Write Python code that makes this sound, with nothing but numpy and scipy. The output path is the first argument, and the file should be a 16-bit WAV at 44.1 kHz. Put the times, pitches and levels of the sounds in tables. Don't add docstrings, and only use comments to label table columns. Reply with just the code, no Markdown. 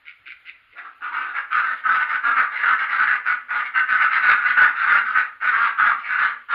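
import sys
import numpy as np
from scipy import signal
from scipy.fft import rfft, irfft, next_fast_len
from scipy.io import wavfile
from scipy.ndimage import uniform_filter1d

SR = 44100
rng = np.random.default_rng(int(sys.argv[2]) if len(sys.argv) > 2 else 0)


def wrap_up_sound(samples):
    columns = np.atleast_2d(samples).T
    tamed = np.clip(columns, -1, 1)
    steps = np.round(tamed * 32767).astype(np.int16)
    wavfile.write(sys.argv[1], SR, steps)


def makeup_ratio(level_db):
    decades = np.asarray(level_db, float) / 20
    return 10 ** decades


N = 288414

# start_s, length_s, effort_db, pitch_hz,
# opening_0_1
FIRST_QUACKS = [
    (.752, 0.049, -33, 283.3, 1),
    (.822, 0.055, -37, 266.6, .05),
    (1.005, 0.089, -28, 247, 0),
    (1.114, 0.11, -21.5, 256, 0.02),
    (1.22, 0.1, -29.5, 245, 0.4),
    (1.335, 0.053, -21.5, 273, 0.98),
]
# start_s, length_s, effort_db, pitch_hz, opening_0_1
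NARROW_BILL_QUACKS = [
    (1.502, .11, -16.5, 244.9, 0.21),
    (1.613, .12, -21.5, 253.3, 0.42),
    (2.224, 0.1, -16, 276.2, 0.17),
    (2.397, 0.047, -19, 247.5, 0.04),
    (2.969, .07, -16, 243.4, 0.33),
    (3.245, .08, -16.5, 248.1, 0.38),
    (5.032, .1, -24.5, 213.5, 0.2),
    (5.505, .09, -17.5, 221.3, 0.13),
    (5.771, 0.067, -13, 249, 0.16),
    (6.263, 0.036, -24, 233.9, 0.07),
]
# start_s, length_s, effort_db, pitch_hz, opening_0_1
MIDDLE_QUACKS = [(1.832, 0.065, -18.5, 248, 0.17), (1.981, 0.044, -17, 246.3, .45),
                 (2.614, .08, -14.5, 241.1, 0.5), (2.669, 0.076, -16.5, 250.8, .4),
                 (3.481, 0.098, -22.5, 238.7, 0.57), (4.343, 0.11, -22.5, 237, 0.2),
                 (4.554, .105, -11, 245.6, 0.5), (4.668, 0.041, -27, 244.2, 0.3),
                 (5.134, 0.075, -15, 248.8, 0.5), (5.831, 0.046, -14.5, 237.1, 0.64),
                 (5.866, 0.049, -17, 225.8, 0.12), (5.964, 0.065, -37.5, 234, 0.2)]
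# start_s, length_s, effort_db, pitch_hz, opening_0_1
SHRILL_QUACKS = [
    (1.735, 0.07, -41.5, 267, 0.9),
    (2.774, .07, -20, 264, 0.88),
    (3.056, .1, -19, 245.7, 0.81),
    (3.631, 0.039, -27.5, 247.5, 0.88),
    (3.736, .07, -17, 256.7, 0.41),
    (4.43, 0.099, -18, 245.2, .6),
    (6.083, .08, -19.5, 239.6, 0.65),
]
# start_s, length_s, starting_effort_db, pitch_hz, opening_0_1
SWELLING_QUACKS = [(1.865, .1, -19.5, 255.4, .2), (2.067, 0.093, -24.5, 254.9, 0.46),
                   (2.344, .055, -16, 261.1, 0.4), (2.492, 0.12, -29, 239.9, 0.68),
                   (2.867, 0.091, -23.5, 234.7, 0.6), (3.532, 0.079, -25, 247.2, 0.7),
                   (3.867, .105, -22.5, 249.3, 0.47), (3.979, .07, -17.5, 248.5, .4),
                   (4.094, 0.082, -21.5, 256, 0.7), (4.203, 0.12, -17.5, 243.9, .45),
                   (4.733, .12, -27, 217.1, 0.4), (4.847, .13, -18, 236.6, 0.5),
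                   (5.4, .095, -21.5, 249.4, 0.5), (5.578, 0.1, -21, 230.1, 0.22),
                   (6.022, 0.071, -31.5, 238, 1), (6.162, 0.097, -21, 243.5, 0.4),
                   (6.482, 0.074, -21, 231, 0.2)]
# second_hz, second_db, third_db, body_db, bright_db
WINDPIPES = [
    (2260, -12.5, 13, 2.5, -0.5),
    (2268, -5, 3, 3, 4),
    (2150, 2, 3.5, 1, 4.5),
    (2150, 1, 10.5, 2.5, 4.5),
    (2150, 3, 10, 2, 6),
]
# attack_s, attack_depth_db, sag_db_per_s, release_db_per_s
BREATHS = [
    (0.041, 21, 33.5, 398),
    (0.034, 25, 30.5, 449.5),
    (0.034, 25, 34, 452.5),
    (0.032, 23, 29, 448.5),
    (0.039, 22.5, -39.5, 348),
]
# mode_hz, width_hz, level_db
UPPER_MODES = [(3650, 240, -0.5), (3930, 1300, 5), (4950, 160, -10), (5290, 260, 2)]
# freq_hz, level_db
THROAT_SPECTRUM = [(150, -51), (300, -38), (620, -27.5), (780, -21), (900, -12), (1070, -14), (1180, -2.5),
                   (1420, 0), (1800, -8), (2230, -12.5), (2480, -18.5), (2850, -23.5), (3200, -33),
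                   (5500, -58)]
# start_s, length_s, effort_db, bill_hz
FAR_CALLS = [
    (0.049, 0.062, -34.5, 2200),
    (0.251, 0.08, -33.5, 2400),
    (0.448, .05, -33, 2060),
    (0.701, 0.046, -47, 2150),
]
# attack_s, attack_depth_db, sag_db_per_s, release_db_per_s
FAR_BREATH = (.035, 22, 100, 700)
# freq_hz, level_db
FAR_THROAT_SPECTRUM = [(530, -95.5), (900, -53), (1200, -26), (1420, -7), (1690, -11), (1770, -18.5),
                       (1990, -5), (2270, -6.5), (3000, -11.5), (3140, -22), (3650, -20.5), (4550, -34.5),
                       (5500, -45), (7150, -75), (12100, -120)]
# time_s, level_db, throat_hz
GRUMBLE = [
    (.72, -63, 356),
    (.78, -54, 740),
    (.88, -51.5, 800),
    (.96, -84, 697),
    (1.02, -43.5, 873),
    (1.16, -42.5, 1005),
    (1.3, -48.5, 920),
    (1.38, -60, 600),
    (1.5, -85, 500),
]
# freq_hz, t60_s
BARN_DECAY = [(250, 0.57), (1200, 0.36), (2400, 0.34), (5000, 0.28)]
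# freq_hz, level_db
YARD_SPECTRUM = [(24, -41), (40, -8.5), (84, -6.5), (129, -16), (547, -17), (1080, -11.5), (1380, 2),
                 (1630, -4), (2050, -0.5), (2840, -6), (4120, -18.5), (5060, -31), (5500, -35),
                 (7150, -62.5), (12100, -120)]
# time_s, level_db
HISS_LEVEL = [
    (0.0, -89),
    (1.0, -85),
    (1.5, -83),
    (1.8, -78),
    (1.95, -81),
    (3.1, -85),
    (4.202, -86),
    (5.402, -83.5),
    (6.54, -85.5),
]
# freq_hz, level_db
HISS_SPECTRUM = [(5000, -38.5), (6000, -9.5), (6900, 2.5), (8000, -14.5), (9000, -1.5), (11000, 4.5),
                 (15500, -3.5), (16000, -28)]
# freq_hz, gain_db
CRACKLE_SPECTRUM = [(20, 3), (600, 0), (4500, -1), (6000, -20), (6900, -15), (8000, -27), (10500, -10),
                    (15500, -13), (16000, -40)]


def quack(start_s, length_s, effort_db, pitch_hz, opening, windpipe, breath):
    along, push_db = breath_push(length_s, *breath)
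    effort_db = effort_db + push_db
    hz = pitch_hz * (1 + .05 * (.5 - along))
    bill_shut_hz, bill_wide_hz, bill_fall = 1167, 1830, 0.062
    bill_hz = (bill_shut_hz + (bill_wide_hz - bill_shut_hz) * opening) * (1 + bill_fall * (.5 - along))
    second_hz, second_db, third_db, body_db, bright_db = windpipe
    second_db = second_db + 3.5 * (opening - .5)
    bright_db = bright_db + 2.5 * (opening - .5)
    bright_db = bright_db - 0.37 * (effort_db.max() + 18)
    bright_db = bright_db + 0.25 * np.maximum(push_db, -30)

    lead = syrinx(hz, jitter=.018, uneven_db=3.5, rough=.25)
    voice = lead + 1.45 * resonate(lead, bill_hz, 250)
    for pitch_ratio, bill_ratio in [(.86, 0.978), (1.19, 1.213)]:
        duck = syrinx(hz * pitch_ratio, jitter=.03, uneven_db=3.5, rough=.35)
        duck = duck + 2.5 * resonate(duck, bill_hz * bill_ratio, 200)
        voice = voice + makeup_ratio(-2.0 + 3.03 * drift(len(hz), 0.031)) * duck

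    modes = makeup_ratio(-2.0 + second_db) * resonate(voice, second_hz + 0 * hz, 540)
    modes = modes + makeup_ratio(-5.0 + third_db) * resonate(voice, 2780 + 0 * hz, 170)
    for mode_hz, width_hz, level_db in UPPER_MODES:
        mode = resonate(voice, mode_hz + 0 * hz, width_hz)
        modes = modes + makeup_ratio(level_db + 5 * drift(len(hz), .06)) * mode
    voice = colour(voice + modes, THROAT_SPECTRUM)

    treble = signal.sosfilt(signal.butter(2, 3300, "high", fs=SR, output="sos"), voice)
    body = signal.sosfilt(signal.butter(4, 1000, "low", fs=SR, output="sos"), voice)
    voice = voice + (makeup_ratio(bright_db) - 1) * treble + (makeup_ratio(body_db) - 1) * body
    voice = voice / np.sqrt(uniform_filter1d(voice ** 2, 1200) + 1e-12)

    chest_db = -39 + 4 * np.clip(drift(len(hz), .02), -3, 1)
    chest_hz = hz * (1 + 0.032 * drift(len(hz), 0.012))
    chest = makeup_ratio(chest_db) * np.sin(2 * np.pi * np.cumsum(chest_hz) / SR)
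    fade = signal.windows.tukey(len(voice), 300 / len(voice))
    return start_s, makeup_ratio(effort_db) * (voice + chest) * fade


def syrinx(hz, jitter, uneven_db, rough):
    turns = np.cumsum(hz * (1 + jitter * drift(len(hz), .004))) / SR
    strengths = makeup_ratio(uneven_db * np.clip(rng.standard_normal(2000), -2, 1.3))
    strength = strengths[turns.astype(int) % 2000]
    pulses = np.diff(np.floor(turns), prepend=0) * strength
    puffs = (.25 + np.exp(-(turns % 1) / .45)) * strength * rng.standard_normal(len(hz))
    return (1 - rough) * evened(pulses) + rough * evened(puffs)


def breath_push(length_s, attack_s, attack_db, sag_db_per_s, release_db_per_s):
    t = np.arange(0, .26, 1 / SR)
    along = np.minimum(t / (length_s + .05), 1)
    rise_db = attack_db * np.maximum(1 - t / attack_s, 0) ** 2
    sag_db = sag_db_per_s * np.minimum(t, length_s)
    release_db = release_db_per_s * np.maximum(t - length_s, 0)
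    return along, -rise_db - sag_db - release_db


def jostle(x):
    hz, _, z = signal.stft(x, SR, nperseg=512, noverlap=384)
    patches = rng.standard_normal(z.shape[::-1]).T
    for span, axis in [(4, 0), (18, 1), (8, 1)]:
        patches = uniform_filter1d(patches, span, axis)
    depth_db = read([(700, 2), (1500, 1.5), (2500, 2.5), (4500, 3.5)], hz)[:, None]
    return signal.istft(z * makeup_ratio(depth_db * evened(patches)), SR, nperseg=512, noverlap=384)[1][:N]


def far_call(start_s, length_s, effort_db, bill_hz):
    along, push_db = breath_push(length_s, *FAR_BREATH)
    bill_hz = bill_hz * (1 - .04 * along)
    drive = syrinx(160 + 0 * bill_hz, jitter=.12, uneven_db=3, rough=.6)
    voice = colour(drive + resonate(drive, bill_hz, 300), FAR_THROAT_SPECTRUM)
    chest_hz = 320 + 0 * bill_hz
    chest = makeup_ratio(-35) * evened(resonate(resonate(drive, chest_hz, 70), chest_hz, 70))
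    fade = signal.windows.tukey(len(voice), .02)
    return start_s, makeup_ratio(effort_db + push_db) * (evened(voice) + chest) * fade


def grumble():
    time_s, level_db, throat_hz = np.transpose(GRUMBLE)
    t = time_s[0] + np.arange(0, .8, 1 / SR)
    level_db = np.interp(t, time_s, level_db)
    throat_hz = np.interp(t, time_s, throat_hz)
    drive = syrinx(120 + 0 * t, jitter=.08, uneven_db=3, rough=.6)
    voice = resonate(resonate(drive, throat_hz, 160), throat_hz, 160)
    chest_hz = 330 + 0 * t
    chest = resonate(resonate(drive, chest_hz, 140), chest_hz, 140)
    fade = signal.windows.tukey(len(voice), .05)
    return time_s[0], makeup_ratio(level_db - 6.0) * (evened(voice) + makeup_ratio(-11.5) * evened(chest)) * fade


def barn(x):
    out = np.zeros(N)
    at = np.arange(160, SR // 2 - 20, 20)
    for spot in range(3):
        taps = np.zeros(SR // 2)
        taps[at + rng.integers(0, 20, len(at))] = rng.choice([-1., 1.], len(at))
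        hz, t, z = signal.stft(taps, SR, nperseg=256)
        decay = makeup_ratio(-60 * t / read(BARN_DECAY, hz)[:, None])
        tail = signal.istft(z * decay, SR, nperseg=256)[1]
        share = np.sqrt(2 / 3) * np.cos(np.pi * (1.7 * np.arange(N) / SR + spot / 3))
        out += signal.fftconvolve(share * x, tail / np.linalg.norm(tail))[:N]
    return out


def yard():
    return makeup_ratio(-58.5) * noise(YARD_SPECTRUM, patchy_db=2.0)


def high_hiss(far, near):
    time_s, level_db = np.transpose(HISS_LEVEL)
    hiss = makeup_ratio(np.interp(np.arange(N) / SR, time_s, level_db) - 0.5 + 2 * drift(N, .03))
    power = (makeup_ratio(-65) * far) ** 2 + (makeup_ratio(-73.0) * near) ** 2
    breath = np.sqrt(abs(uniform_filter1d(power, 600)))
    return (hiss + breath) * noise(HISS_SPECTRUM, patchy_db=.8)


def noise(points, patchy_db):
    frames, hz = N // 256 + 5, np.fft.rfftfreq(1024, 1 / SR)
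    a, b, patches = rng.standard_normal((frames, 513, 3)).T
    patches = evened(uniform_filter1d(uniform_filter1d(patches, 10, 0), 10, 1))
    z = (a + 1j * b) * makeup_ratio(read(points, hz)[:, None] + patchy_db * patches)
    return evened(signal.istft(z, nperseg=1024, noverlap=768)[1][:N])


def resonate(x, hz, width_hz):
    turn = np.exp(2j * np.pi * np.cumsum(hz) / SR)
    r = np.exp(-np.pi * width_hz / SR)
    return 2 * (turn * signal.lfilter([1 - r], [1, -r], x / turn + 1e-18)).real


def colour(x, points):
    gain_db = np.maximum(read(points, abs(np.fft.fftfreq(8192, 1 / SR))), -110)
    log_gain = np.log(makeup_ratio(gain_db))
    taps = np.fft.ifft(np.exp(np.conj(signal.hilbert(log_gain)))).real[:4096]
    return signal.oaconvolve(x, taps)[:len(x)]


def drift(size, seconds):
    span = max(round(seconds * SR), 2)
    return evened(uniform_filter1d(uniform_filter1d(rng.standard_normal(size), span), span))


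def evened(x):
    return x / np.sqrt(np.mean(x ** 2) + 1e-20)


def read(points, hz):
    f, value = np.transpose(points)
    return np.interp(np.log(hz + 1), np.log(f + 1), value)


def add(mix, start_s, sound):
    part = mix[round(start_s * SR):][:len(sound)]
    part += sound[:len(part)]


def scene():
    far, near = np.zeros(N), np.zeros(N)
    groups = [FIRST_QUACKS, NARROW_BILL_QUACKS, MIDDLE_QUACKS, SHRILL_QUACKS, SWELLING_QUACKS]
    for quacks, windpipe, breath in zip(groups, WINDPIPES, BREATHS):
        for row in quacks:
            add(near, *quack(*row, windpipe, breath))
    for row in FAR_CALLS:
        add(far, *far_call(*row))
    add(near, *grumble())
    near = jostle(near)
    ducks = makeup_ratio(-0.5) * (far + near) + barn(makeup_ratio(-8.5) * far + makeup_ratio(-4.5) * near)
    edge = signal.cheby2(10, 35, 5900, fs=SR, output="sos")
    return (signal.sosfilt(edge, ducks + yard()) + high_hiss(far, near))[None]


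def top_cut(x):
    return signal.sosfilt(signal.butter(12, 15830, fs=SR, output="sos"), x)


def record(dry):
    high = signal.butter(1, 200, "high", fs=SR, output="sos")
    bent = dry[0] + makeup_ratio(-18.5) * signal.sosfilt(high, dry[0] ** 2)
    bent = bent * np.minimum(np.arange(N, 0, -1) / 12, 1) ** .5
    size = next_fast_len(N)
    swing = uniform_filter1d(abs(signal.hilbert(bent, size)[:N]), 25)
    limited = bent / (1 + (swing / .5) ** 8) ** (1 / 8)
    cut = limited - np.clip(limited, -.475, .475)
    gain = makeup_ratio(read(CRACKLE_SPECTRUM, np.fft.rfftfreq(size, 1 / SR)))
    crackle = irfft(rfft(cut, size) * gain, size)[:N]
    return top_cut((limited - crackle)[None])


dry = scene()
out = record(dry)
wrap_up_sound(out)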